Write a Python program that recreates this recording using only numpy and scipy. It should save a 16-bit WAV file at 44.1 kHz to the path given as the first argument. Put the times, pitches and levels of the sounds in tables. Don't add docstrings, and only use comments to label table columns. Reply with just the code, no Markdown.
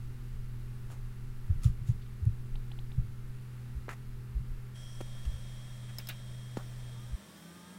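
import sys
import numpy as np
from scipy import signal
from scipy.fft import rfft, irfft, next_fast_len
from scipy.io import wavfile
from scipy.ndimage import uniform_filter1d

SR = 44100
rng = np.random.default_rng(int(sys.argv[2]) if len(sys.argv) > 2 else 0)


def waveform_to_disk(signal):
    frames = np.transpose(np.atleast_2d(signal))
    scaled = np.clip(frames, -1, 1) * 32767
    samples = np.round(scaled).astype(np.int16)
    wavfile.write(sys.argv[1], SR, samples)


N = 343098
T = np.arange(N) / SR


def undb(db):
    return 10 ** (np.asarray(db) / 20)


def wander(rate):
    steps = np.arange(int(N / SR * rate) + 2)
    path = np.interp(T * rate, steps, rng.standard_normal(len(steps)))
    return 1.293 * uniform_filter1d(path, max(int(SR / rate), 2))


def noise(gain, size=N):
    n = next_fast_len(size)
    hz = np.maximum(np.arange(n // 2 + 1) * SR / n, 1)
    x = irfft(rfft(rng.standard_normal(n)) * gain(hz), n)[:size]
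    return x / x.std()


def coloured(points, size=N):
    hz, db = np.transpose(points)
    return noise(lambda f: undb(np.interp(np.log(f), np.log(hz), db)), size)


def ringing_noise(hz, width, size=N):
    return noise(lambda f: 1 / (1 + 2 * ((f * f - hz * hz) / (2 * f * width)) ** 2), size)


def tone(hz):
    return np.sqrt(2) * np.sin(2 * np.pi * (np.cumsum(hz) / SR + rng.random()))


def swell(t, rise, decay):
    return np.exp(-(np.minimum(t, 0) / rise) ** 2 - np.maximum(t, 0) / decay)


def fade_in(at_s, length_s):
    return np.clip((T - at_s) / length_s + .5, 0, 1)


def add(out, s, x):
    i = int(s * SR)
    out[i:i + len(x)] += x[:N - i]


# f/Hz, level/dB
AIR_OUTSIDE = [(150, -15.5), (300, -7), (430, -6.5), (520, -11.5), (690, -17.5), (830, -11), (1020, -13.5),
               (1190, -10.5), (1850, -13), (3200, -20), (4100, -20.5), (6500, -26), (11600, -24),
               (15500, -29.5)]
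AIR_INSIDE = [(150, 4), (280, -0.5), (440, -4), (610, -2), (740, -7.5), (950, -7), (1200, -6), (1450, -9),
              (1800, -5.5), (2800, -12.5), (4500, -13.5), (7000, -17.5), (11000, -19.5), (15500, -23)]
def air(inside):
    outer = coloured(AIR_OUTSIDE) * undb(-62 + .5 * wander(3.94))
    inner = coloured(AIR_INSIDE) * undb(-57 + .5 * wander(3.98))
    return (1 - inside) * outer + inside * inner


# f/Hz, level/dB
RUMBLE_COLOUR = [(5, -16), (10, 12), (18, -14), (26, 10), (32, -2), (40, -12), (65, -8.5), (88, -15),
                 (135, -12.5), (175, -27.5), (280, -32), (500, -59)]
def hand_rumble():
    settle_db_per_s = 1.15
    return coloured(RUMBLE_COLOUR) * undb(-39.5 - settle_db_per_s * T + .6 * wander(3))


# f/Hz, level outside/dB, level inside/dB, waver/dB
HUM_TONES = [(122.3, -44.5, -44.5, 1), (175, -88, -70, 2.5), (200.5, -61, -60.5, 1.2),
             (239.9, -66, -88, 3.1), (318, -72.5, -79, 0.5), (359.4, -71.5, -84.5, 2.2),
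             (400.8, -71.5, -81.5, 1.5), (1363, -80, -77, 2.5), (1754, -88, -77, 0), (2140, -87, -103, 2),
             (2756, -84, -96, 0.5)]
def hum(inside):
    out = np.zeros(N)
    for hz, out_db, in_db, waver_db in HUM_TONES:
        line = tone(hz + (.36 + hz / 350) * wander(14))
        out += line * undb(out_db + (in_db - out_db) * inside + waver_db * wander(9))
    return out


# t/s, level/dB
GRIP_SQUEAKS = [(2.5546, -48.5), (2.716, -46.5), (2.788, -47), (2.917, -52)]
def squeaks():
    out, t = np.zeros(N), np.arange(SR // 10) / SR
    rising_hz = 4250 - 2400 * np.exp(-t / .0024)
    knock = undb(-2.5) * np.exp(-t / .0032) * np.sin(2 * np.pi * 820 * t)
    for s, db in GRIP_SQUEAKS:
        shaky_hz = rising_hz * (1 + .058 * ringing_noise(400, 600, len(t)))
        chirp = np.sin(2 * np.pi * np.cumsum(shaky_hz) / SR)
        add(out, s, undb(db) * (swell(t - .002, rise=.0023, decay=.003) * chirp + knock))
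    return out


# f/Hz, level/dB
SHELL_COLOUR = [(300, 15), (800, -8), (2500, 6), (4000, 3), (6000, 3.5), (7000, 6.5), (8200, 1.5),
                (9800, 2), (12000, -2), (15500, -5.5)]
# peak t/s, decay/s, scrape level/dB, scrape f/Hz, half width/Hz, hiss level/dB
FINGER_RUBS = [(.922, 0.024, -53, 600, 1110, -56), (1.636, .0025, -48, 9700, 1000, -45.5),
               (1.645, .0018, -47, 3900, 800, -43), (1.652, 0.028, -56.5, 1230, 130, -49),
               (1.888, 0.025, -64, 7000, 600, -55), (2.024, .007, -60, 3700, 1100, -78),
               (2.065, .004, -60, 3260, 1100, -78), (2.254, .0012, -57, 9000, 5000, -56),
               (3.896, 0.0068, -41, 1400, 1300, -50.5), (3.913, .014, -44, 1550, 1200, -53),
               (3.933, .008, -48, 1450, 1200, -54.5), (5.012, 0.0067, -53, 1500, 1600, -51),
               (5.254, .004, -52.5, 2000, 2000, -51.5), (5.9, 0.014, -55, 1790, 1500, -67),
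               (6.575, .012, -59, 2500, 2400, -52), (6.594, 0.028, -50.5, 750, 1100, -64)]
def rubs():
    lead_s = .1
    out, t = np.zeros(N), np.arange(SR // 2) / SR - lead_s
    for s, decay, scrape_db, hz, width, hiss_db in FINGER_RUBS:
        scrape = noise(lambda f: 1 / (1 + 2 * ((f - hz) / width) ** 4) * f / (f + 200), len(t))
        slips = undb(1.7 * ringing_noise(140, 200, len(t)) - 1.9)
        contact = swell(t, .84 * decay, decay) * slips
        hiss = coloured(SHELL_COLOUR, len(t))
        add(out, s - lead_s, contact * (undb(scrape_db) * scrape + undb(hiss_db) * hiss))
    return out


# t/s, f/Hz, level/dB
SHELL_TAPS = [(.903, 800, -37.5), (3.8829, 444, -28.5), (3.8917, 1320, -20), (5.0065, 510, -30.5),
              (5.0117, 338, -27.5), (6.571, 487, -21.5), (6.5732, 184, -24.5)]
def taps():
    out, t = np.zeros(N), np.arange(SR // 10) / SR
    decay_cycles = .64
    attack = (1 - np.exp(-t / .00009)) ** 2
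    for s, hz, db in SHELL_TAPS:
        swing = np.exp(-t * hz / decay_cycles) * np.cos(2 * np.pi * hz * t - .6)
        add(out, s, undb(db) * attack * swing)
    return out


# f/Hz, level/dB
THUD_COLOUR = [(12, -2), (25, 6.5), (55, 4.5), (100, -1.5), (170, -7.5), (230, -35), (500, -44.5),
               (2000, -83)]
# peak t/s, f/Hz, push level/dB, rumble level/dB
GRIP_THUMPS = [(1.507, 95.6, -18.5, -28.5), (1.663, 116, -12.5, -25.5), (1.823, 116, -30, -51),
               (1.898, 115.6, -17, -30), (2.236, 83, -24, -39), (2.275, 109, -15, -32),
               (2.546, 24, -28, -42), (2.988, 113, -20, -27), (3.771, 60.4, -32, -44), (4.37, 52, -25, -35),
               (4.511, 27, -32.5, -46), (5.281, 58.3, -24, -34.5), (5.322, 69, -29.5, -45),
               (7.143, 53.5, -28, -50)]
def thumps():
    lead_s = .1
    out, t = np.zeros(N), np.arange(SR // 2) / SR - lead_s
    for s, hz, push_db, rumble_db in GRIP_THUMPS:
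        push = swell(t, rise=1 / hz, decay=1.36 / hz) * np.cos(2 * np.pi * hz * t)
        rumble = swell(t - .012, rise=.019, decay=.045) * coloured(THUD_COLOUR, len(t))
        add(out, s - lead_s, undb(push_db) * push + undb(rumble_db) * rumble)
    return out


# f/Hz, level/dB
COIL_TONES = [(3268.5, -69), (3815, -89), (5506, -78), (6535, -83), (7289, -95), (7391, -90), (7490, -90),
              (8126, -86), (8230, -81.5), (8543, -82), (8867, -75.5), (9507, -96), (9609, -97),
              (10245, -82)]
# f/Hz, width/Hz, level/dB, change during the surge/dB
SIZZLE_BANDS = [(3166, 330, -73, 2), (3780, 680, -71, -5.5), (5610, 1000, -72.5, 5), (8260, 2150, -70.5, 1),
                (10100, 1200, -80.5, 4)]
def coils():
    surge = 1 - fade_in(at_s=5.04, length_s=.05)
    running = fade_in(at_s=6.6, length_s=.18)
    standby = 1 - surge - running
    load_db = 7.5 * surge + 3 * standby - 1.5 * running
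    loudest_db = max(db for _, db in COIL_TONES)
    whine, sizzle = np.zeros(N), np.zeros(N)
    for hz, db in COIL_TONES:
        share = 1 if db == loudest_db else .25
        whine += tone(hz + 2.4 * wander(60)) * undb(db + share * load_db + 1.5 * wander(15))
    peak_hz = np.arange(0, SR / 2, 30)
    peaks = undb(4.7 * rng.standard_normal(len(peak_hz)))
    for hz, width, db, surge_db in SIZZLE_BANDS:
        band = noise(lambda f: np.interp(f, peak_hz, peaks) / (1 + (2 * (f - hz) / width) ** 6))
        sizzle += band * undb(db + surge * surge_db)
    return whine + sizzle * undb(.2 * load_db)


# f/Hz, level/dB
SUPPLY_TONES = [(13485, -90), (14115, -83), (14734, -79), (15353, -75)]
def supply_squeal():
    squeal = sum(tone(hz + 20 * wander(200)) * undb(db) for hz, db in SUPPLY_TONES)
    sounding = fade_in(at_s=6.55, length_s=.02) - fade_in(at_s=6.73, length_s=.02)
    return undb(-2) * squeal * sounding


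# f/Hz, level/dB
SNAP_COLOUR = [(500, -3), (2000, -10), (4000, -2), (6500, -4), (9000, -8), (12000, -0.5), (15000, 2)]
# f/Hz, width/Hz, level/dB
PANEL_RINGS = [(750, 1500, -9.5), (1550, 530, -6.5), (2320, 220, -8.5), (2780, 280, -6.5), (3700, 670, -7)]
# t/s, snap level/dB, snap decay/s, spring level/dB, panel level/dB
SWITCH_CLICKS = [(5.9847, -33.5, 0.0032, -37, -51.5), (6.0711, -42, 0.0029, -46, -59),
                 (6.0878, -34.5, 0.0061, -52, -41)]
def power_switch():
    out, t = np.zeros(N), np.arange(SR // 4) / SR
    spring_hz, panel_delay_s = 5150, .017
    spring = np.sqrt(2) * np.sin(2 * np.pi * spring_hz * t) * np.exp(-t / .0043)
    snap_tail = undb(-19) * np.exp(-t / .025)
    answer = swell(t - panel_delay_s, rise=.016, decay=.014)
    for s, snap_db, decay, spring_db, panel_db in SWITCH_CLICKS:
        snap = coloured(SNAP_COLOUR, len(t)) * (np.exp(-t / decay) + snap_tail)
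        panel = sum(ringing_noise(hz, width, len(t)) * undb(db) for hz, width, db in PANEL_RINGS)
        add(out, s, undb(snap_db) * snap + undb(spring_db) * spring + undb(panel_db) * panel * answer)
    return out


def run_up(start_s, lag_s):
    return np.maximum(1 - np.exp(-np.maximum(T - start_s, 0) / lag_s), 1e-3)


def small_fan():
    full_speed_hz, frame_hz = 1250, 5000
    motor_hz = full_speed_hz * run_up(start_s=6.76, lag_s=.52)
    song = np.zeros(N)
    for multiple in range(6, 19):
        hz = multiple * motor_hz
        flare = 1 + undb(5) / (1 + ((hz - frame_hz) / 450) ** 2)
        song += tone(hz) * flare
    pull = swell(T - 7.41, rise=.13, decay=.22)
    return undb(-80) * song * pull


# f/Hz, width/Hz, level/dB
CASE_RINGS = [(205, 67, -2), (326, 60, -2.5), (615, 43, 0), (905, 110, 0.5), (1200, 200, 1),
              (1600, 110, -3), (1760, 70, -2)]
def case_gain(hz):
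    return undb(-20) + sum(undb(db) / (1 + (2 * (hz - f) / width) ** 2) for f, width, db in CASE_RINGS)


# multiple of the rate at which blades pass, level/dB
FAN_TONES = [(1, -50), (2, -68), (4, -72), (5, -72), (6, -74), (7, -67.5), (9, -66.5), (11, -70)]
# f/Hz, level/dB
RUSH_COLOUR = [(70, -12.5), (170, 10.5), (300, -1.5), (600, -8.5), (1200, -21), (2500, -25), (6000, -27),
               (12000, -29), (15300, -23)]
def fans():
    full_speed_hz, db_per_tenfold_speed = 205.5, 46
    speed = run_up(start_s=6.292, lag_s=.68)
    blades = np.zeros(N)
    for multiple, db in FAN_TONES:
        hz = multiple * full_speed_hz * speed
        blades += tone(hz * (1 + .004 * wander(70))) * case_gain(hz) * undb(db + 2.2 * wander(16))
    rush = coloured(RUSH_COLOUR) * undb(-56.5 + 1.1 * wander(7.8))
    return (blades + rush) * undb(2.5 + db_per_tenfold_speed * np.log10(speed))


def scene():
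    inside = fade_in(at_s=4.749, length_s=.018)
    background = hum(inside) + air(inside) + hand_rumble()
    machine = coils() + supply_squeal() + fans() + small_fan()
    handling = thumps() + taps() + rubs() + squeaks()
    return (background + inside * machine + handling + power_switch())[None]


def record(dry):
    bass_hz, top_hz = 165, 15850
    thin = signal.sosfilt(signal.butter(10, bass_hz, "high", fs=SR, output="sos"), dry)
    bass_gone = fade_in(at_s=7.156, length_s=.0042)
    murmur = undb(-67.5) * coloured([(30, -25), (55, -28), (80, 4), (130, -8), (200, -16), (400, -60)])
    mix = dry * (1 - bass_gone) + (thin + murmur) * bass_gone
    return signal.sosfilt(signal.ellip(10, .2, 80, top_hz, fs=SR, output="sos"), mix)


dry = scene()
out = record(dry)
waveform_to_disk(out)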